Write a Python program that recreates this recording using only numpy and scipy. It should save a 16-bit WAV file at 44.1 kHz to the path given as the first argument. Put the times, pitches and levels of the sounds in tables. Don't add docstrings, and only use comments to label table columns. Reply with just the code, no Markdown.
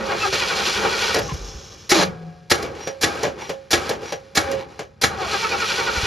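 import sys
import numpy as np
from scipy import signal
from scipy.fft import rfft, irfft, next_fast_len
from scipy.io import wavfile

SR = 44100
rng = np.random.default_rng(int(sys.argv[2]) if len(sys.argv) > 2 else 0)


def wav_record(signal):
    frames = np.transpose(np.atleast_2d(signal))
    bounded = np.clip(frames, -1, 1)
    quanta = np.round(bounded * 32767).astype(np.int16)
    wavfile.write(sys.argv[1], SR, quanta)


N = 267378
SIZE = next_fast_len(N + SR // 2) * 2
TIME = np.arange(N) / SR
FREQS = np.maximum(np.arange(SIZE // 2 + 1) * SR / SIZE, 1)


def from_db(db):
    return 10 ** (np.asarray(db) / 20)


def rms_one(x):
    return x / np.sqrt(np.mean(x ** 2) + 1e-20)


def in_time(rows):
    times, *columns = np.transpose(rows)
    return [np.interp(TIME, times, column) for column in columns]


def at_hz(points, hz):
    f, value = np.transpose(points)
    return np.interp(np.log(hz), np.log(f), value)


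def during(start, end, fade):
    outside = np.maximum(np.maximum(start - TIME, TIME - end), 0)
    return np.exp(-np.minimum(outside / fade, 40))


def held(start, end, rise, t60):
    swell = np.clip((TIME - start) / rise, 0, 1)
    return swell * from_db(-60 * np.clip((TIME - end) / t60, 0, 4))


def hump(center, half):
    return np.exp(-np.minimum(((TIME - center) / half) ** 2, 40))


def together(envelopes):
    return np.sqrt(sum(e ** 2 for e in envelopes))


def drift(rate):
    knots = rng.standard_normal(int(N / SR * 400) + 2)
    memory = np.exp(-2 * np.pi * rate / 400)
    smooth = rms_one(signal.lfilter([1], [1, -memory], knots))
    return np.interp(TIME, np.linspace(0, N / SR, len(knots)), smooth)


def cut(x, hz, kind, order=2):
    return signal.sosfilt(signal.butter(order, hz, kind, fs=SR, output="sos"), x)


def sine(hz):
    return np.sin(2 * np.pi * np.cumsum(hz) / SR)


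def body(x, spectrum, modes=(), lift_db=0, size=8192):
    hz = np.maximum(np.arange(size // 2 + 1) * SR / size, 1)
    peaks = sum(from_db(db) / (1 + ((hz - f) / (width / 2)) ** 2) for f, width, db in modes)
    gain = rms_one(from_db(at_hz(spectrum, hz)) * (1 + from_db(lift_db) * peaks))
    cepstrum = irfft(np.log(gain + 1e-6))
    cepstrum[1:size // 2] *= 2
    cepstrum[size // 2 + 1:] = 0
    impulse = irfft(np.exp(rfft(cepstrum)))
    return signal.oaconvolve(x, impulse)[:N]


def contacts(per_s, spread_db):
    sizes = from_db(spread_db * np.clip(rng.standard_normal(N), -2, 2)) * rng.choice([-1, 1], N)
    return rms_one(sizes * (rng.random(N) < per_s / SR))


def blows(rows, rise, t60, tail_db, tail_t60):
    power = np.zeros(N)
    for s, db, chatter in rows:
        at = int(s * SR)
        age = TIME[:N - at][:SR]
        after = np.maximum(age - chatter, 0)
        shape = from_db(-60 * after / t60) + from_db(tail_db - 60 * after / tail_t60)
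        power[at:at + len(age)] += (from_db(db) * shape * (1 - np.exp(-age / rise))) ** 2
    return np.sqrt(power) * contacts(per_s=9000, spread_db=5.5)


def rings(rows, modes):
    out, age = np.zeros(N + SR), TIME[:SR]
    for s, db, *_ in rows:
        for hz, mode_db, t60 in modes:
            level = from_db(db + mode_db + rng.normal(0, 0.5) - 60 * age / t60)
            out[int(s * SR):int(s * SR) + SR] += level * np.sin(2 * np.pi * hz * age)
    return out[:N]


# (slam time [s], slam level [dB], chatter [s], click lead [s], click level [dB],
#  boom level [dB], nose ring level [dB], nose pitch [Hz])
KEY_ONS = [(1.914, -13, 0.014, 0.022, -14.5, -32, -11, 364),
           (2.512, -10.5, 0.0073, 0.014, -16, -34, -15.5, 358),
           (3.032, -13.5, 0.012, 0.022, -19, -20, -17.5, 327),
           (3.729, -12.5, 0.011, 0.024, -17, -21.5, -13.5, 346),
           (4.37, -12, 0.0078, 0.021, -19, -36, -20, 316.3),
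           (5.033, -12, 0.0095, 0.021, -19, -22.5, -26, 342)]


def slams():
    return [row[:3] for row in KEY_ONS]


# (start [s], end [s])
CRANKS = [(0, 1.145), (5.08, 6.1)]
# (time [s], click level [dB], knock level [dB], hiss level [dB], rattle level [dB], freewheel level [dB])
KEY_OFFS = [(1.143, -15.5, -19, -24, -30.5, -34.5), (2.05, -31, -34.5, -62, -35.5, -49.5),
            (2.624, -27, -28.5, -40.5, -31, -40.5), (3.23, -20.5, -20.5, -36, -32, -43),
            (3.891, -18.5, -24, -35, -33, -42), (4.512, -26.5, -28, -39.5, -31.5, -65)]
# (frequency [Hz], density [dB per Hz])
RUMBLE_SPECTRUM = [(15, -45.5), (25, -27), (45, -2), (70, 5), (124, -1), (172, -2.5), (220, -6.5),
                   (290, -43), (480, -120)]
# (frequency [Hz], level [dB], t60 [s])
BOUNCE_MODES = [(80, -20.5, 0.65)]
# (time [s], level [dB], pitch [Hz], time to peak [s])
THUDS_AND_GROAN = [(1.318, -21, 147, 0.0072), (1.339, -23, 72.5, 0.0073), (1.389, -29, 47.2, 0.039),
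                   (1.548, -28, 60, 0.011), (1.948, -17, 330.6, .016), (1.977, -20.5, 184.7, 0.028),
                   (5.971, -21.5, 66.6, 0.0081), (6.032, -17, 86.5, 0.0035)]
REST_DB, CRANK_SHAKE_DB, ON_JOLT_DB, OFF_JOLT_DB, JOLT_T60_S = -50, -41.5, -36, -40, 0.79
SETTLE_DB, SETTLE_T60_S = -32, 1.7


def mounts():
    first_end = CRANKS[0][1]
    shakes = [from_db(SETTLE_DB) * held(first_end, first_end, 0.026, SETTLE_T60_S)]
    shakes += [from_db(CRANK_SHAKE_DB) * during(start, end, fade=0.029) for start, end in CRANKS]
    jolts = [from_db(REST_DB)]
    jolts += [from_db(ON_JOLT_DB) * held(s, s + 0.027, 0.016, JOLT_T60_S) for s, *_ in slams()]
    jolts += [from_db(OFF_JOLT_DB) * held(s, s + 0.045, 0.015, JOLT_T60_S) for s, *_ in KEY_OFFS]
    deep = body(rng.standard_normal(N), RUMBLE_SPECTRUM)
    shallow = cut(body(rng.standard_normal(N), RUMBLE_SPECTRUM), 62, "high")
    bounce = cut(rings(slams(), BOUNCE_MODES), 46, "high")
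    out = together(shakes) * deep + together(jolts) * shallow + bounce
    for s, db, hz, swell in THUDS_AND_GROAN:
        age = np.clip(TIME - s, 0, 1)
        envelope = age / swell * np.exp(1 - age / swell)
        out = out + from_db(db) * envelope * np.sin(2 * np.pi * hz * age)
    return out


# (time [s], level [dB])
SPIN_DOWN = [(1.15, -87), (1.22, -38.5), (1.5, -41.5), (1.88, -47.5), (1.93, -100)]
# (frequency [Hz], density [dB per Hz])
WHIRR_SPECTRUM = [(200, -20), (800, -33.5), (1200, -19), (2000, -34), (3000, -18), (4800, -19), (5400, -10),
                  (5950, -15), (6400, -13.5), (9000, -38.5)]
WHIRR_FLICKER_DB = 1.2


def spin_down():
    level_db = in_time(SPIN_DOWN)[0] + WHIRR_FLICKER_DB * drift(12)
    return from_db(level_db) * body(contacts(per_s=2500, spread_db=0.5), WHIRR_SPECTRUM)


# (time [s], level [dB], half length [s])
SCRAPES = [(1.3, -32, .011), (1.32, -34, 0.0076), (2.669, -51, 0.017), (2.818, -40, 0.042),
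           (3.15, -46, 0.03), (3.417, -35, 0.025), (3.453, -37, 0.021), (3.857, -41, .015),
           (4.087, -36.5, 0.028), (4.602, -36.5, .04), (4.728, -53, 0.027)]
# (frequency [Hz], density [dB per Hz])
SCRAPE_SPECTRUM = [(300, -36), (900, 7.5), (1500, -10), (2400, -2), (3100, -4), (4500, -9.5), (7000, -16.5),
                   (12000, -29.5)]
# (frequency [Hz], width [Hz], level [dB])
HOUSING_MODES = [(455, 37, -5), (573, 27, -5.5), (807, 51, -2.5), (1680, 36, 0.5), (1935, 90, 0),
                 (2243, 83, -1.5), (3610, 70, -6.5), (4090, 81, -5), (4620, 33, -14), (4860, 46, -8),
                 (5240, 80, -12), (5750, 110, -4), (6340, 50, -32.5), (6625, 40, -13.5), (7020, 45, 0.5)]


def scrapes():
    swell = together(from_db(db) * hump(s, half) for s, db, half in SCRAPES)
    return swell * body(contacts(per_s=930, spread_db=1), SCRAPE_SPECTRUM, HOUSING_MODES, lift_db=7)


# (time [s], level [dB], half length [s], pitch [Hz], glide [Hz per s])
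METAL_NOTES = [(0.022, -24.5, 0.073, 543, -76), (0.022, -29.5, 0.027, 224, -100),
               (0.227, -20.5, 0.019, 2636, -200), (0.243, -19.5, .014, 1270, -5500),
               (0.26, -21, 0.012, 772, -1200), (0.288, -25, 0.025, 388, -200),
               (1.294, -27, 0.0079, 1110, -2500), (1.317, -29, .009, 1030, -2500),
               (2.27, -43, 0.08, 727, -42), (2.043, -29.5, 0.0492, 190.4, -280),
               (2.268, -33, 0.061, 165, -59.5), (4.464, -31, .05, 808, -150),
               (4.4, -27, 0.0315, 567.6, -400), (4.532, -21.5, 0.07, 543, -110),
               (5.129, -28, .022, 790, 499.5), (5.203, -25.5, .025, 761, -900),
               (5.273, -32, 0.022, 656, -300), (5.45, -29.5, .045, 908, -150),
               (5.54, -26, 0.024, 800, 200.5), (5.818, -25.5, 0.032, 545, 0)]
# (time [s], level [dB], half length [s], stop [s])
SQUEAKS = [(2.874, -34, .055, 2.912), (3.425, -41, .02, 3.45), (3.495, -41, .025, 3.53),
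           (4.118, -37, .058, 4.16)]
SQUEAK_HZ, SQUEAK_BEND_HZ = 5735, 50


def metal_notes():
    waver = 1 + 0.002 * drift(30)
    out = 0
    for s, db, half, hz, glide in METAL_NOTES:
        pitch = hz + glide * np.clip(TIME - s, -2 * half, 2 * half)
        out = out + from_db(db) * hump(s, half) * sine(pitch * waver)
    for s, db, half, stop in SQUEAKS:
        away = np.minimum(((TIME - s) / half) ** 2, 40)
        level = from_db(db + 3.4 * drift(45)) * np.exp(-away) * during(0, stop, fade=0.0036)
        out = out + level * sine((SQUEAK_HZ - SQUEAK_BEND_HZ * away) * waver)
    return out


FREEWHEEL_HISS_DB, FREEWHEEL_T60_S, FREEWHEEL_HISS_T60_S = -8.5, 2.14, 3.8


def freewheeling(t60):
    return together(from_db(db) * held(off, off, 0.018, t60) for off, *_, db in KEY_OFFS)


# (time [s], clack level [dB], chatter [s], flywheel ring level [dB], rolling [s],
#  rattle level [dB], hiss level [dB])
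DROP_OUTS = [(2.872, -21, 0.00087, -18.5, 0.12, -45, -44),
             (3.493, -19.5, 0.0007, -19.5, 0.13, -37.5, -42.5),
             (4.121, -21, 0.0022, -25.5, 0.13, -36.5, -40.5), (4.791, -24, 0.0065, -31.5, 0.14, -68, -53)]
# (frequency [Hz], density [dB per Hz])
RATTLE_SPECTRUM = [(59, -53), (100, -17), (254, -8), (471, -4.5), (545, -5), (643, -15.5), (807, -8),
                   (895, -17), (1200, -15.5), (3230, -22), (4980, -22.5), (7220, -29.5), (8180, -33),
                   (12100, -41.5), (14000, -52.5)]
# (frequency [Hz], width [Hz], level [dB])
BLOCK_MODES = [(358, 59, -5), (440, 16, -2), (540.5, 22, 1.5), (803, 20, 0.5), (919, 11, 0.5),
               (1125, 58, -4.5), (1278, 70, -2), (1440, 26, -3), (1490, 22, -1.5), (1594, 57, -2),
               (2280, 38, 5), (2445, 72, 1), (2600, 33, -11), (3074, 67, -8.5), (4140, 82, -3.5),
               (4400, 41, -1), (4970, 120, -4), (5740, 70, 0), (7180, 110, -0.5)]
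RATTLE_T60_S, HISS_T60_S, ROLL_T60_S = 0.94, 0.19, 0.14


def coast(tooth_hz=330, slowing_s=0.48, tooth_depth=0.077):
    starts = np.array([0] + [s for s, *_ in slams()])
    rattles = [freewheeling(FREEWHEEL_T60_S)]
    hisses = [from_db(FREEWHEEL_HISS_DB) * freewheeling(FREEWHEEL_HISS_T60_S)]
    for off, _, _, hiss_db, rattle_db, _ in KEY_OFFS:
        on = starts[starts < off][-1] or off
        rattles.append(from_db(rattle_db) * held(on, off, 0.021, RATTLE_T60_S))
        hisses.append(from_db(hiss_db) * held(on, off, 0.025, HISS_T60_S))
    for out, *_, rolling, rattle_db, hiss_db in DROP_OUTS:
        rattles.append(from_db(rattle_db) * held(out - rolling, out - rolling / 2, 0.00691, ROLL_T60_S))
        hisses.append(from_db(hiss_db) * held(out - rolling, out, 0.051, 0.14))
    age = TIME - starts[np.searchsorted(starts, TIME, side="right") - 1]
    tooth = 2 * np.pi * np.cumsum(tooth_hz * np.exp(-age / slowing_s)) / SR
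    grains = contacts(per_s=4000, spread_db=-1.5) * np.exp(tooth_depth * np.cos(tooth))
    rub = body(grains, RATTLE_SPECTRUM, BLOCK_MODES, lift_db=-2.5)
    rattle = rms_one(cut(rub, 1300, "low")) * together(rattles)
    hiss = rms_one(cut(rub, 1900, "high")) * together(hisses)
    return rattle - hiss


# (time [s], level [dB], chatter [s], bright tick level [dB])
KNOCKS = [(.324, -23.5, 0.0056, -39), (.829, -34, 0.033, -44), (1.185, -24, 0.01, -26.5),
          (1.335, -48.5, .008, -36), (1.553, -50, 0.0032, -57), (1.725, -44, 0.004, -65),
          (2.748, -35, .004, -52), (3.386, -38, .004, -50), (4.016, -39, .004, -49),
          (5.511, -28.5, .01, -42)]
# (frequency [Hz], density [dB per Hz])
KNOCK_SPECTRUM = [(59, -37), (100, -9), (264, -12), (534, -1), (774, -9), (1010, -14.5), (3230, -18.5),
                  (3500, -22), (5640, -23), (7220, -26.5), (8180, -32.5), (10700, -43), (14000, -41.5)]
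# (frequency [Hz], level [dB], t60 [s])
FLYWHEEL_MODES = [(440, -13, .25), (540, -10, .6), (812, -14, .25), (1265, -23, .14)]
BACKLASH_CHATTER_S = 0.027


def clacks():
    backlash = [row[:3] for row in KNOCKS]
    backlash += [(s, db, BACKLASH_CHATTER_S) for s, _, db, *_ in KEY_OFFS]
    returns = [row[:3] for row in DROP_OUTS]
    knocks = blows(backlash, rise=0.0018, t60=0.17, tail_db=-20.5, tail_t60=0.25)
    releases = blows(returns, rise=0.0013, t60=0.12, tail_db=-20.5, tail_t60=0.36)
    freed = rings([(s, db) for s, _, _, db, *_ in DROP_OUTS], FLYWHEEL_MODES)
    damped = from_db(-5) * rings(backlash, FLYWHEEL_MODES)
    return body(knocks + releases, KNOCK_SPECTRUM, HOUSING_MODES, lift_db=-3) + freed + damped


# (frequency [Hz], density [dB per Hz])
CLASH_SPECTRUM = [(47, -75.5), (80, -31), (332, -1.5), (396, -4), (550, -3), (2660, -11.5), (4210, -9),
                  (7280, -15), (8120, -44), (9270, -22), (12300, -30.5), (15000, -53)]
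# (frequency [Hz], width [Hz], level [dB])
RING_GEAR_MODES = [(336, 35, -5), (583, 50, -4.5), (820, 45, -5.5), (1650, 45, -8), (2350, 150, -7.5),
                   (4100, 90, -7), (5730, 51, -7), (6900, 40, -10)]
# (frequency [Hz], level [dB], t60 [s])
PANEL_MODES = [(165, -32, 1.7), (175, -36, .9), (431, -44, 1.3), (538, -37, .8), (727, -49, 2.6),
               (1642, -53, 2.0)]
CLASH_FROM_S, CLASH_TO_S, CLASH_DB, CLASH_TEETH_PER_S, CLASH_T60_S = 1.941, 2.036, -16, 220, 0.06
PANEL_STRUCK_S, PANEL_STRIKE_DB = 2.0, 3


def clash():
    tooth = np.cumsum(CLASH_TEETH_PER_S * (1 + 0.094 * drift(40))) / SR % 1
    teeth = rms_one(np.exp(-tooth / 1.6))
    envelope = from_db(CLASH_DB) * held(CLASH_FROM_S, CLASH_TO_S, 0.0047, CLASH_T60_S)
    skid = envelope * teeth * contacts(per_s=5600, spread_db=0.0)
    panel = rings([(PANEL_STRUCK_S, PANEL_STRIKE_DB)], PANEL_MODES) * from_db(2.5 * drift(8))
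    return body(skid, CLASH_SPECTRUM, RING_GEAR_MODES, lift_db=5.0) + panel


# (frequency [Hz], density [dB per Hz])
CLICK_SPECTRUM = [(88, -34.5), (150, -20), (393, -11), (1200, -15), (1600, -11.5), (3210, -14),
                  (4810, -5.5), (8250, -16), (10400, -17), (15000, -21.5)]
# (frequency [Hz], density [dB per Hz])
SLAM_SPECTRUM = [(47, -41.5), (80, -4.5), (347, -3.5), (669, -2.5), (815, -1.5), (1010, -8), (1300, 0.5),
                 (1640, -4), (2840, -5), (4210, -4.5), (7120, -8.5), (8300, -15), (9270, -14),
                 (12000, -21.5), (15000, -25.5)]
CLICK_CHATTER_S, LET_GO_CHATTER_S = 0.019, 0.0044
STOP_TICK_DB = -8.5
SEAT_S, SEAT_RING_DB, NOSE_T60_S = 0.006, -9, 0.16


def engagements():
    pulls = [(s - lead, db, CLICK_CHATTER_S) for s, _, _, lead, db, *_ in KEY_ONS]
    ticks = [(s, db, LET_GO_CHATTER_S) for s, db, *_ in KEY_OFFS]
    ticks += [(s, db + STOP_TICK_DB, LET_GO_CHATTER_S) for s, db, *_ in DROP_OUTS]
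    ticks += [(s, db, chatter) for s, _, chatter, db in KNOCKS]
    plunger = blows(pulls, rise=0.0053, t60=0.043, tail_db=-33, tail_t60=0.27)
    plunger = plunger + blows(ticks, rise=0.0026, t60=0.028, tail_db=-28.5, tail_t60=0.27)
    click = body(plunger, CLICK_SPECTRUM, HOUSING_MODES, lift_db=2)
    pinion = blows(slams(), rise=0.0014, t60=0.063, tail_db=-10.0, tail_t60=0.25)
    slam = body(pinion, SLAM_SPECTRUM, HOUSING_MODES, lift_db=4)
    housing = [(hz, db, np.log(1000) / (np.pi * width)) for hz, width, db in HOUSING_MODES]
    seat = rings([(s + SEAT_S, db + SEAT_RING_DB) for s, db, _ in slams()], housing)
    nose = sum(rings([(s + SEAT_S, db)], [(hz, 0, NOSE_T60_S)]) for s, *_, db, hz in KEY_ONS)
    booms = [(s, db, chatter) for s, _, chatter, _, _, db, *_ in KEY_ONS]
    answer = blows(booms, rise=0.0076, t60=0.32, tail_db=-16.0, tail_t60=0.68)
    boom = cut(body(answer, SLAM_SPECTRUM), 1100, "low")
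    return click + slam + seat + nose + boom


# (frequency [Hz], level [dB])
WHINE_RADIATION = [(250, -21), (385, -4), (470, -13), (600, -6.5), (760, 0.5), (860, -8), (950, -11),
                   (1080, -7), (1250, -2), (1450, -8.5), (1620, -1), (1750, -10.5), (1930, -9.5),
                   (2100, -9.5), (2300, -9), (2450, -13.5), (2700, -10.5), (3100, -14.5), (4300, -14.5),
                   (6000, -22)]
WHINE_FLICKER_DB, WHINE_LIFT_DB = 2.6, 6


def whine(tooth_hz, runout=0.4, wear=0.49):
    tooth = 2 * np.pi * np.cumsum(tooth_hz) / SR
    out = 0
    for k in range(1, 13):
        off_centre = np.cos(tooth / 9 + rng.uniform(0, 2 * np.pi))
        worn = np.cos(tooth / 3 + rng.uniform(0, 2 * np.pi))
        bite = 1 + runout * off_centre + wear * worn
        level = from_db(at_hz(WHINE_RADIATION, k * tooth_hz) + WHINE_FLICKER_DB * drift(25))
        out = out + bite * level * np.sin(k * tooth + 0.4 * drift(40))
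    flat = [(1000, 0)]
    return body(out, flat, BLOCK_MODES, lift_db=WHINE_LIFT_DB)


BUMP_TOOTH_HZ, BUMP_SPIN_UP_S, BUMP_RUN_DOWN_S = 380.5, 0.08, 0.3
BUMP_WHINE_DB, BUMP_WHINE_T60_S = -39, 0.31


def bumps():
    tooth_hz, level = np.full(N, 1.0), 0
    for (on, *_), (off, *_) in zip(KEY_ONS, KEY_OFFS[1:]):
        spin_up = 1 - np.exp(-np.maximum(TIME - on, 0) / BUMP_SPIN_UP_S)
        run_down = np.exp(-np.maximum(TIME - off, 0) / BUMP_RUN_DOWN_S)
        tooth_hz = np.where(TIME > on, 1 + BUMP_TOOTH_HZ * spin_up * run_down, tooth_hz)
        level = level + held(on, off, 0.028, BUMP_WHINE_T60_S)
    return from_db(BUMP_WHINE_DB) * level * whine(tooth_hz)


# (time [s], mean tooth rate [Hz], peak whine level [dB], mean growl level [dB], mean rasp level [dB])
COMPRESSIONS = [(0.0, 382.4, -51.5, -30, -39), (0.119, 364.5, -26, -27, -33.5),
                (.247, 412.6, -29.5, -31, -27), (.345, 477.5, -25.5, -30, -20.5),
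                (.425, 484.3, -22, -31, -26.5), (0.515, 477.7, -22.5, -26.5, -27.5),
                (0.604, 477.4, -27.5, -26.5, -25), (0.686, 483, -25.5, -30.5, -22.5),
                (.77, 489, -25.5, -31, -25), (.853, 482.4, -22, -20.5, -29),
                (0.942, 475.7, -25.5, -30, -26.5), (1.032, 481, -24, -29, -23),
                (1.103, 480, -23, -30.5, -25), (5.121, 400.7, -40.5, -33, -47),
                (5.225, 378.5, -30, -30.5, -35), (5.341, 413.8, -25, -32.5, -26.5),
                (5.443, 449.7, -23, -34, -28), (5.53, 474, -22, -28, -31), (5.629, 454, -23, -32.5, -28),
                (5.711, 472.6, -23, -34, -24.5), (5.8, 477.7, -23, -28, -26.5),
                (5.884, 476, -23, -28.5, -30.5), (5.972, 474.5, -24.5, -30.5, -26),
                (6.06, 486, -21, -30, -26)]
# (frequency [Hz], density [dB per Hz])
GEAR_SPECTRUM = [(59, -39), (100, -37), (211, -1.5), (270, -15), (400, -1.5), (540, -4), (680, -8.5),
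                 (807, -4), (993, -9), (1400, -4.5), (1730, -10.5), (1900, -3.5), (2100, -10), (2370, -9.5),
                 (2650, -8), (5870, -20), (7220, -25), (8350, -29.5), (10900, -35.5), (14000, -41.5)]
# (start [s], end [s], level change [dB])
SLACK = (0.291, 0.325, -8)
SAG, FULL_TOOTH_HZ, SLOW_SAG_POWER = 0.0524, 480, 2.5
WHINE_SWELL_DB, GROWL_SWELL_DB, RASP_SWELL_DB = 6.5, 2, 1.3
GROWL_LAG, RASP_LEAD = 0.1, 0.21
RASP_FLICKER_DB, GEAR_LIFT_DB = 0.84, 1


def crank(start, end, jitter=0.0036):
    rows = [row for row in COMPRESSIONS if start - 0.05 < row[0] < end + 0.05]
    mean_hz, whine_db, growl_db, rasp_db = in_time(rows)
    times = np.transpose(rows)[0]
    times = np.r_[2 * times[0] - times[1], times, 2 * times[-1] - times[-2]]
    turn = 2 * np.pi * np.interp(TIME, times, np.arange(len(times)))
    sag = SAG * (FULL_TOOTH_HZ / mean_hz) ** SLOW_SAG_POWER
    tooth_hz = mean_hz * (1 - sag * np.sin(turn) + jitter * drift(44.6))
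    gears = whine(tooth_hz) * from_db(whine_db + WHINE_SWELL_DB * (np.cos(turn) - 1))
    meeting = 1 + 0.18 * np.cos(2 * np.pi * np.cumsum(tooth_hz) / SR)
    grains = contacts(per_s=5000, spread_db=0.5) * meeting
    rub = body(grains, GEAR_SPECTRUM, BLOCK_MODES, lift_db=GEAR_LIFT_DB)
    growl_swell_db = GROWL_SWELL_DB * np.cos(turn - 2 * np.pi * GROWL_LAG)
    growl = rms_one(cut(rub, 1420, "low")) * from_db(growl_db + growl_swell_db)
    rasp_swell_db = RASP_SWELL_DB * np.cos(turn + 2 * np.pi * RASP_LEAD) + RASP_FLICKER_DB * drift(30)
    rasp = rms_one(cut(rub, 3840, "high")) * from_db(rasp_db + rasp_swell_db)
    slack = from_db(SLACK[2] * during(SLACK[0], SLACK[1], fade=0.003))
    return (gears + growl - rasp) * slack * during(start, end, fade=0.025)


def reflections(t60, delay):
    age = TIME[:SR // 2]
    echoes = rng.standard_normal(len(age)) * from_db(-60 * age / t60) * (age > delay)
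    return rfft(echoes / np.sqrt(np.sum(echoes ** 2)), SIZE)


# (frequency [Hz], side level against the dry sound [dB])
WIDTH = [(60, -16), (125, -12), (250, -10), (500, -9), (900, -3.5), (1500, -5.5), (2500, -12.5),
         (6000, -78.5), (12000, -20)]
GARAGE_DB, GARAGE_T60_S = -20.0, 0.014


def scene():
    dry = mounts() + spin_down() + scrapes() + metal_notes() + coast() + clacks() + clash() + engagements()
    dry = dry + bumps() + sum(crank(start, end) for start, end in CRANKS)
    dry = rfft(dry, SIZE)
    bay = 0.35 * FREQS / (FREQS + 1500)
    walls = bay * reflections(t60=0.033, delay=0.0012)
    garage = from_db(GARAGE_DB) * reflections(GARAGE_T60_S, delay=0.036)
    mid = dry * (1 + walls + garage) / np.sqrt(1 + bay ** 2)
    side = dry * from_db(at_hz(WIDTH, FREQS)) * reflections(t60=0.17, delay=0.002)
    return irfft(np.array([mid + side, mid - side]), SIZE)[:, :N]


# (frequency [Hz], phase [rad])
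PORT_PHASE = [(100, 0), (6200, 0), (8300, -3.1), (10400, -5.6), (12300, -6.6), (13600, -9.2), (16100, -9.5)]
CUTOFF_HZ = 15400


def record(dry):
    turned = rfft(dry[1], SIZE) * np.exp(-1j * at_hz(PORT_PHASE, FREQS))
    right = irfft(turned, SIZE)[:N]
    rounded = 1.307 * np.tanh(np.array([dry[0], right]) / 1.367)
    return cut(rounded, CUTOFF_HZ, "low", order=14)


dry = scene()
out = record(dry)
wav_record(out)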